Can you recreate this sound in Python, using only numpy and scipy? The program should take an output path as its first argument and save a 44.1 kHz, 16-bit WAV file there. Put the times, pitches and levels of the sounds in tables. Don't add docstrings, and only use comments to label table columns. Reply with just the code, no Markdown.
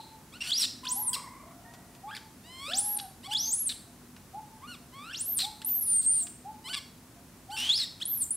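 import sys
import numpy as np
from scipy import signal
from scipy.fft import rfft, irfft, next_fast_len
from scipy.io import wavfile

SR = 44100
rng = np.random.default_rng(int(sys.argv[2]) if len(sys.argv) > 2 else 0)


def dump_mix(stems):
    frames = np.atleast_2d(stems).T
    limited = np.clip(frames, -1, 1)
    pcm = np.round(limited * 32767).astype(np.int16)
    wavfile.write(sys.argv[1], SR, pcm)


N = 368676

# (f/Hz, level/dB)
THROAT = [(600, -20), (1000, -1), (2200, 1), (3300, 6), (4500, 0), (5400, -5), (6500, -22), (7700, -4),
          (9200, -7), (10800, -17), (12600, -17), (15500, -23)]


def infant():
    folds = dict(jitter=0.3, shimmer=0.9, halves=0.5, wander=0.002)
    out = np.zeros(N)
    whistles(out, folds)
    chest_cries(out, folds)
    return out


def whistles(out, folds):
    # (t/s, f/Hz)
    pitch_paths = [
        [(0, 4080), (.16, 4010)],
        [(.405, 2700), (.428, 2820)],
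        [(.428, 2690), (.492, 2796)],
        [(.492, 2910), (.514, 3670)],
        [(0.516, 3103), (0.553, 4880), (0.566, 5000), (0.584, 5712), (0.594, 5650), (0.612, 5240),
         (0.626, 4700), (0.634, 4000), (0.652, 3983)],
        [(0.866, 2750), (0.898, 6400), (0.93, 9240), (0.96, 11050), (1.0, 11650), (1.052, 10470), (1.104, 7500)],
        [(2.732, 3000), (2.754, 5430), (2.784, 8320), (2.808, 9840), (2.854, 10900), (2.932, 11470),
         (2.956, 10970), (2.978, 8575)],
        [(2.985, 4290), (3.007, 3700)],
        [(3.31, 2710), (3.343, 3620)],
        [(3.347, 3193), (3.365, 3660), (3.387, 5120), (3.417, 5970), (3.503, 6609), (3.549, 9570),
         (3.575, 10700), (3.613, 11330), (3.665, 9483), (3.689, 7121)],
        [(3.425, 5370), (3.485, 4500)],
        [(3.69, 4330), (3.729, 3333)],
        [(5.127, 2640), (5.139, 2710), (5.155, 3850), (5.205, 7980), (5.223, 9440), (5.255, 10970),
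         (5.307, 13150), (5.331, 12800), (5.363, 9541)],
        [(5.364, 9970), (5.395, 7390)],
        [(5.387, 3774), (5.41, 4220), (5.44, 3877), (5.456, 3340)],
        [(5.646, 8700), (5.668, 12230), (5.684, 13230), (5.71, 13950), (5.73, 13850), (5.762, 12500),
         (5.778, 12350), (5.802, 11050)],
        [(5.808, 11070), (5.816, 11610), (5.868, 9829), (5.948, 8936), (5.994, 8631), (6.011, 8362)],
        [(6.012, 8330), (6.06, 8530)],
        [(6.06, 8310), (6.1, 8820), (6.125, 9160), (6.18, 8810), (6.213, 8450), (6.245, 7100)],
        [(7.565, 2674), (7.69, 3250)],
        [(7.69, 3230), (7.72, 3660), (7.775, 5510)],
        [(7.775, 5420), (7.79, 4670), (7.815, 3980), (7.845, 3640)],
        [(8.012, 3030), (8.025, 3450), (8.035, 4500)],
        [(8.053, 8652), (8.079, 11300), (8.109, 12690), (8.127, 12980), (8.163, 11930), (8.211, 9418),
         (8.245, 7094)],
        [(8.305, 8420), (8.325, 9870), (8.359, 11050)],
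    ]
    # (level/dB at start, level/dB at end, roughness 0-1 at start, roughness 0-1 at end)
    efforts = [ (-51.5, -68, 0.35, 0.21), (-37, -30.5, 0.15, 0.14), (-40.5, -42, 0.45, 0.59),
               (-43, -35, 0.1, 0.36), (-28, -27, 0, 0.32), (-35, -33.5, 0.19, 0.029),
               (-30.5, -33.5, 0.23, 0.14), (-40.5, -39.5, 0.62, 0.86), (-39, -37, 0, 0.17),
               (-30, -33.5, 0.02, 0.029), (-39, -41, 0.1, 0.31), (-29.5, -44, 0.45, 0.35),
               (-39.5, -34, 0.23, 0.018), (-31.5, -34, 0.03, 0.45), (-27, -34.5, 0.49, 0.135),
               (-34, -30.5, 0.08, 0.058), (-30, -31.5, 0.16, 0.031), (-46, -34.5, 0.46, 0.21),
               (-29, -37, 0, 0.19), (-35, -36, 0.29, 0.25), (-26, -27, 0.08, 0), (-27.5, -32, 0.32, 0.16),
               (-40.5, -31, 0.1, 0), (-36, -32.5, 0, 0.16), (-32.5, -33.5, 0.03, 0.0093)]
    edges = 0.008, 1.3, 0.0049, 2.3
    # (f/Hz, level/dB)
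    mouth = [(2500, -4.5), (3000, 3.5), (3400, 5), (3750, -1.5), (4200, 1.5), (4800, -4), (5600, -0.5),
             (6800, -3), (8700, 8.5), (9500, 4.5), (10300, -4), (11200, 1.5), (11800, 0), (12800, 4.5),
             (14000, 3)]
    # (pitch f/Hz, level/dB per overtone step)
    overtone_steps = [(2700, -7), (3200, -17), (4500, -16), (6300, -10), (9000, -12)]
    # (mean pitch f/Hz, breath level/dB re voice at full roughness)
    leak = [(2800, -2), (4000, -6), (9000, -20.5)]

    def harmonic_db(order, hz):
        step_db = at_hz(overtone_steps, hz / order)
        throat_db = 0.11 * (order > 1) * at_hz(THROAT, hz)
        return step_db * (order - 1) + throat_db

    for path, effort in zip(pitch_paths, efforts):
        rows = syllable(path, *effort, edges, mouth)
        breath_db = at_hz(leak, rows[:, 1].mean())
        add_call(out, rows, harmonic_db, count=5, flutter_hz=500, breath_db=breath_db, **folds)


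def chest_cries(out, folds):
    # (t/s, f/Hz)
    pitch_paths = [
        [(.322, 1093), (.352, 1365), (.38, 1550)],
        [(.405, 940), (.428, 920)],
        [(.428, 1828), (.46, 1484), (.492, 1471), (.514, 1670)],
        [(.592, 1408), (.612, 1306), (.626, 1187), (.659, 945)],
        [(.835, 913), (.865, 1710)],
        [(1.13, 1706), (1.143, 1455), (1.158, 1146)],
        [(2.072, 1076), (2.108, 1270), (2.117, 1599), (2.138, 1626), (2.148, 1900)],
        [(2.148, 2130), (2.19, 1506)],
        [(2.43, 874), (2.47, 970), (2.536, 1037), (2.585, 1058), (2.66, 1177), (2.688, 1292), (2.7, 1347),
         (2.729, 1800)],
        [(3.23, 863), (3.255, 1110), (3.275, 1163)],
        [(3.275, 958), (3.305, 1030), (3.312, 1346), (3.343, 1764)],
        [(4.615, 955), (4.64, 1126), (4.672, 1280)],
        [(4.672, 1403), (4.7, 1452), (4.735, 1354), (4.757, 1060)],
        [(4.92, 960), (4.96, 1094), (5.008, 1150), (5.046, 1253), (5.102, 1488), (5.128, 1780)],
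        [(5.43, 1295), (5.458, 1060)],
        [(5.616, 1200), (5.63, 2300)],
        [(6.64, 977), (6.67, 1038), (6.685, 1150), (6.7, 1477), (6.733, 1542)],
        [(6.729, 564), (6.754, 545)],
        [(6.752, 1257), (6.77, 1159), (6.792, 1013)],
        [(7.5, 950), (7.52, 1430), (7.54, 1560), (7.557, 1490), (7.567, 1665)],
        [(7.567, 1737), (7.69, 1924)],
        [(7.815, 2194), (7.852, 1810)],
        [(8.0, 1106), (8.03, 2010)],
    ]
    # (level/dB at start, level/dB at end, roughness 0-1 at start,
    # roughness 0-1 at end, brightness/dB per octave over the first four harmonics, added to the throat)
    efforts = [ (-43.5, -53.5, 0.21, 0.23, -1.5), (-50, -44, 0.7, 0, 5), (-45, -34.5, 0.36, 0.095, 8),
               (-26, -32.5, 0.26, 0.35, 22), (-43.5, -36.5, 0.3, 0.37, 1.5), (-18.5, -34.5, 0.01, 0.39, 13),
               (-47, -40.5, 0.2, 0.22, -11.5), (-30, -51, 0.6, 0.63, -1), (-57, -35.5, 0, 0.18, -1),
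               (-44, -42.5, 0.1, 0.22, 1.5), (-61, -32, 0, 0.0027, 6.5), (-45.5, -51.5, 0.1, 0.042, -14.5),
               (-43.5, -48, 0.04, 0.18, -1.5), (-51, -43, 0.07, 0.17, -7), (-40, -34.5, 0.12, .05, 9),
               (-31, -42, 0.27, 0.06, 2.5), (-43, -38.5, 0.04, 0, 1.5), (-26, -30, 0.14, 0.42, 11),
               (-35, -36.5, 0, 0.26, 3), (-45.5, -39.5, 0.1, 0.055, 4), (-35, -49.5, 0.31, 0.39, 12.5),
               (-36, -43, 0.08, 0, 5), (-39, -40, 0.23, 0.15, 3)]
    edges = 0.021, 11, 0.0095, 2.9
    for path, (*effort, tilt_db) in zip(pitch_paths, efforts):
        def harmonic_db(order, hz):
            return at_hz(THROAT, hz) + tilt_db * np.log2(np.minimum(order, 4))

        rows = syllable(path, *effort, edges)
        add_call(out, rows, harmonic_db, count=20, flutter_hz=200, breath_db=-13, **folds)


def syllable(path, start_db, end_db, rough_start, rough_end, edges, resonances=((1.0, 0), (SR, 0))):
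    s, hz = np.transpose(path)
    t = np.linspace(s[0], s[-1], int((s[-1] - s[0]) * 500) + 2)
    progress = (t - s[0]) / (s[-1] - s[0])
    hz = glide(s, hz, t)
    attack_s, attack_db, release_s, release_db = edges
    soft_db = attack_db * np.maximum(1 - (t - s[0]) / attack_s, 0)
    soft_db = soft_db + release_db * np.maximum(1 - (s[-1] - t) / release_s, 0)
    level_db = start_db + progress * (end_db - start_db) - soft_db + at_hz(resonances, hz)
    rough = rough_start + progress * (rough_end - rough_start)
    return np.transpose([t, hz, level_db, rough])


def glide(s, hz, t):
    steps = np.diff(hz) / np.diff(s)
    before, after = np.r_[steps[0], steps], np.r_[steps, steps[-1]]
    slope = 2 * np.maximum(before * after, 0) / (before + after + 1e-9)
    i = np.clip(np.searchsorted(s, t) - 1, 0, len(s) - 2)
    span, rise = s[i + 1] - s[i], hz[i + 1] - hz[i]
    u = (t - s[i]) / span
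    bend_in = (1 - u) * (span * slope[i] - rise)
    bend_out = u * (span * slope[i + 1] - rise)
    return hz[i] + u * rise + u * (1 - u) * (bend_in - bend_out)


def add_call(out, rows, harmonic_db, count, jitter=0.15, shimmer=1.0, flutter_hz=500, breath_db=-99.0,
             edge_s=0.002, halves=0, wander=0):
    s, hz, level_db, rough = np.transpose(rows)
    at = np.arange(max(int(s[0] * SR), 0), min(int(s[-1] * SR), N))
    t = at / SR
    size = len(t)
    rough = np.clip(np.interp(t, s, rough), 0, 1)

    pitch = np.maximum(glide(s, hz, t), 100)
    unsteady = jitter * (rough ** 1.7 + 0.008) * wobble(size, flutter_hz)
    unsteady = unsteady + wander * wobble(size, 25)
    phase = 2 * np.pi * np.cumsum(pitch * (1 + unsteady)) / SR

    orders = np.arange(1, count + 1)[:, None]
    audible = orders * pitch < 0.45 * SR
    gains = from_db(harmonic_db(orders, orders * pitch)) * audible
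    gains = gains / np.sqrt(np.sum(gains ** 2, axis=0) / 2)
    voiced = np.sum(gains * np.sin(orders * phase), axis=0)
    voiced = voiced * (1 - 0.5 * rough + shimmer * (rough + 0.05) * wobble(size, flutter_hz))
    voiced = voiced * (1 + halves * rough * wobble(size, flutter_hz) * np.sin(phase / 2))

    above = signal.butter(2, hz.min(), "high", fs=SR, output="sos")
    leak = signal.sosfilt(above, coloured(rng.standard_normal(size), THROAT))
    breath = rms_one(leak * wobble(size, flutter_hz)) * from_db(breath_db) * np.sqrt(rough)

    edge = np.clip(np.minimum(t - s[0], s[-1] - t) / edge_s, 0, 1)
    out[at] += (voiced + breath) * edge * from_db(np.interp(t, s, level_db))


def far_calls():
    out = np.zeros(N)
    add_coos(out)
    add_whoops(out)
    add_pips(out)
    return out


def add_coos(out):
    # (t/s, length/s, start f/Hz, held f/Hz, end f/Hz, level/dB at start, level/dB at end, roughness 0-1,
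    # second harmonic level/dB re fundamental)
    notes = [(0.831, 0.11, 1038, 990, 987, -47, -41, 0.11, -23),
             (0.975, 0.24, 990, 1002, 1013, -53, -47, .2, -14.5),
             (1.15, .38, 1088, 1024, 985, -46, -57.5, 0.4, -7.5),
             (1.427, 0.46, 590, 702, 720, -58, -61, 0.33, -9),
             (1.648, 0.47, 902, 960, 985, -55, -74.5, 0.17, 1),
             (2.678, 0.39, 484, 848.5, 727, -45.5, -48, 0, -18)]
    for *note, second_db in notes:
        levels = np.array([[0], [second_db]])
        add_call(out, coo(*note), lambda order, hz: levels + 0 * hz, count=2, jitter=0.285, shimmer=1.0,
                 flutter_hz=82.8, edge_s=0.005, halves=0.65)


def coo(s, length, start_hz, held_hz, end_hz, start_db, end_db, rough):
    rise_s, end_s = 0.05, 0.0515
    t = np.linspace(0, length, num=40)
    bend_in = (start_hz - held_hz) * np.exp(-t / rise_s)
    bend_out = (end_hz - held_hz) * np.exp((t - length) / end_s)
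    level_db = start_db + (end_db - start_db) * t / length
    return np.transpose([s + t, held_hz + bend_in + bend_out, level_db, rough + 0 * t])


def add_whoops(out):
    # (t/s, level offset/dB)
    times = [(-.058, -42.5), (0.954, -48), (2.033, -46), (3.274, -46), (4.336, -45), (5.43, -46),
             (6.449, -45.5), (7.488, -46)]
    # (t/s from the whoop's time, f/Hz, level/dB before the offset, roughness 0-1)
    shape = np.array([(-.014, 720, -44, 0), (0, 740, -10.5, 0.04), (.01, 783, 1.5, 0), (0.042, 850, 6, 0),
                      (0.067, 890, -3, 0), (.072, 902, -17, 0.06), (.15, 885, -13.5, 0.1),
                      (0.248, 876, -10.5, 0.04)])
    for s, db in times:
        add_call(out, shape + [s, 0, db, 0], lambda order, hz: 0 * hz, count=1, shimmer=2.06, flutter_hz=40.7)


def add_pips(out):
    pip_hz, pip_db, pip_s = 694, -61, 0.0386
    # (first t/s, period/s, how many)
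    runs = [(.47, .4975, 4), (2.46, .47, 13)]
    for first, period, count in runs:
        for s in first + period * np.arange(count):
            db = pip_db + rng.normal(0, 1.2)
            rows = [(s, pip_hz, db, 0), (s + pip_s, pip_hz, db, 0)]
            add_call(out, np.array(rows), lambda order, hz: 0 * hz, count=1, edge_s=0.0034)


def ticks():
    # (t/s, peak level/dB, centre f/Hz)
    hits = [(1.737, -42, 2020), (1.949, -45, 2560), (4.164, -41.5, 1400), (5.686, -38.5, 6000),
            (6.268, -36, 2980)]
    size = 800
    out, t = np.zeros(N), np.arange(size) / SR
    for s, db, hz in hits:
        band = signal.butter(1, [hz / 2, min(hz * 2, SR / 3)], "band", fs=SR, output="sos")
        puff = signal.sosfilt(band, rng.standard_normal(size)) * np.exp(-t / 0.012)
        start = int(s * SR)
        out[start:start + size] += from_db(db) * puff / np.abs(puff).max()
    return out


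def forest(x):
    # (f/Hz, level/dB)
    echo_colour = [(1000, -5.5), (3400, -10), (6000, -3), (9000, -10), (14000, -8.5)]
    t60_s, onset_s = 0.44, 0.00022
    t = np.arange(SR) / SR
    cloud = rng.standard_normal(SR) * from_db(-60 * t / t60_s) * np.clip(t / onset_s, 0, 1)
    cloud = cloud / np.sqrt(np.sum(cloud ** 2))
    return signal.fftconvolve(x, coloured(cloud, echo_colour))[:N]


def air():
    # (f/Hz, level/dB per Hz)
    spectrum = [(55, -1.5), (117, 2), (256, 0.5), (481, -11), (900, -12), (3250, -22), (10000, -20.5),
                (15600, -26)]
    # (f/Hz, level/dB)
    side_tilt = [(100, -4.5), (300, 5), (3000, 15.5)]
    air_db, side_db = -53, -20
    hum_hz, hum_width_hz, hum_db = 246, 5, -58.5
    mid, side = rms_one(coloured(rng.standard_normal((2, N)), spectrum)) * from_db(air_db)
    drift = wobble(N, 3.1)
    hum = wobble(N, hum_width_hz) * np.sin(2 * np.pi * hum_hz * np.arange(N) / SR + drift)
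    return np.array([mid + from_db(hum_db) * hum, from_db(side_db) * coloured(side, side_tilt)])


def from_db(db):
    return 10 ** (np.asarray(db) / 20)


def rms_one(x):
    return x / np.sqrt(np.mean(x ** 2) + 1e-20)


def at_hz(points, hz):
    table_hz, table_db = np.array(points).T
    return np.interp(np.log(hz + 1), np.log(table_hz), table_db)


def coloured(x, points):
    size = next_fast_len(x.shape[-1])
    gains = from_db(at_hz(points, np.fft.rfftfreq(size, 1 / SR)))
    return irfft(rfft(x, size) * gains, size)[..., :x.shape[-1]]


def wobble(size, hz):
    low = signal.butter(2, min(hz, SR / 3), fs=SR, output="sos")
    noise = signal.sosfilt(low, rng.standard_normal(size + 2000))
    return rms_one(noise[2000:])


def scene():
    near = infant() + far_calls() + ticks()
    mid, side = air()
    return near + forest(near) + mid + side * [[1], [-1]]


def record(dry):
    rumble_cut_hz, top_cut_hz = 42, 15750
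    high_pass = signal.butter(8, rumble_cut_hz, "high", fs=SR, output="sos")
    low_pass = signal.ellip(14, 0.3, 75, top_cut_hz, fs=SR, output="sos")
    return signal.sosfilt(low_pass, signal.sosfilt(high_pass, dry))


dry = scene()
out = record(dry)
dump_mix(out)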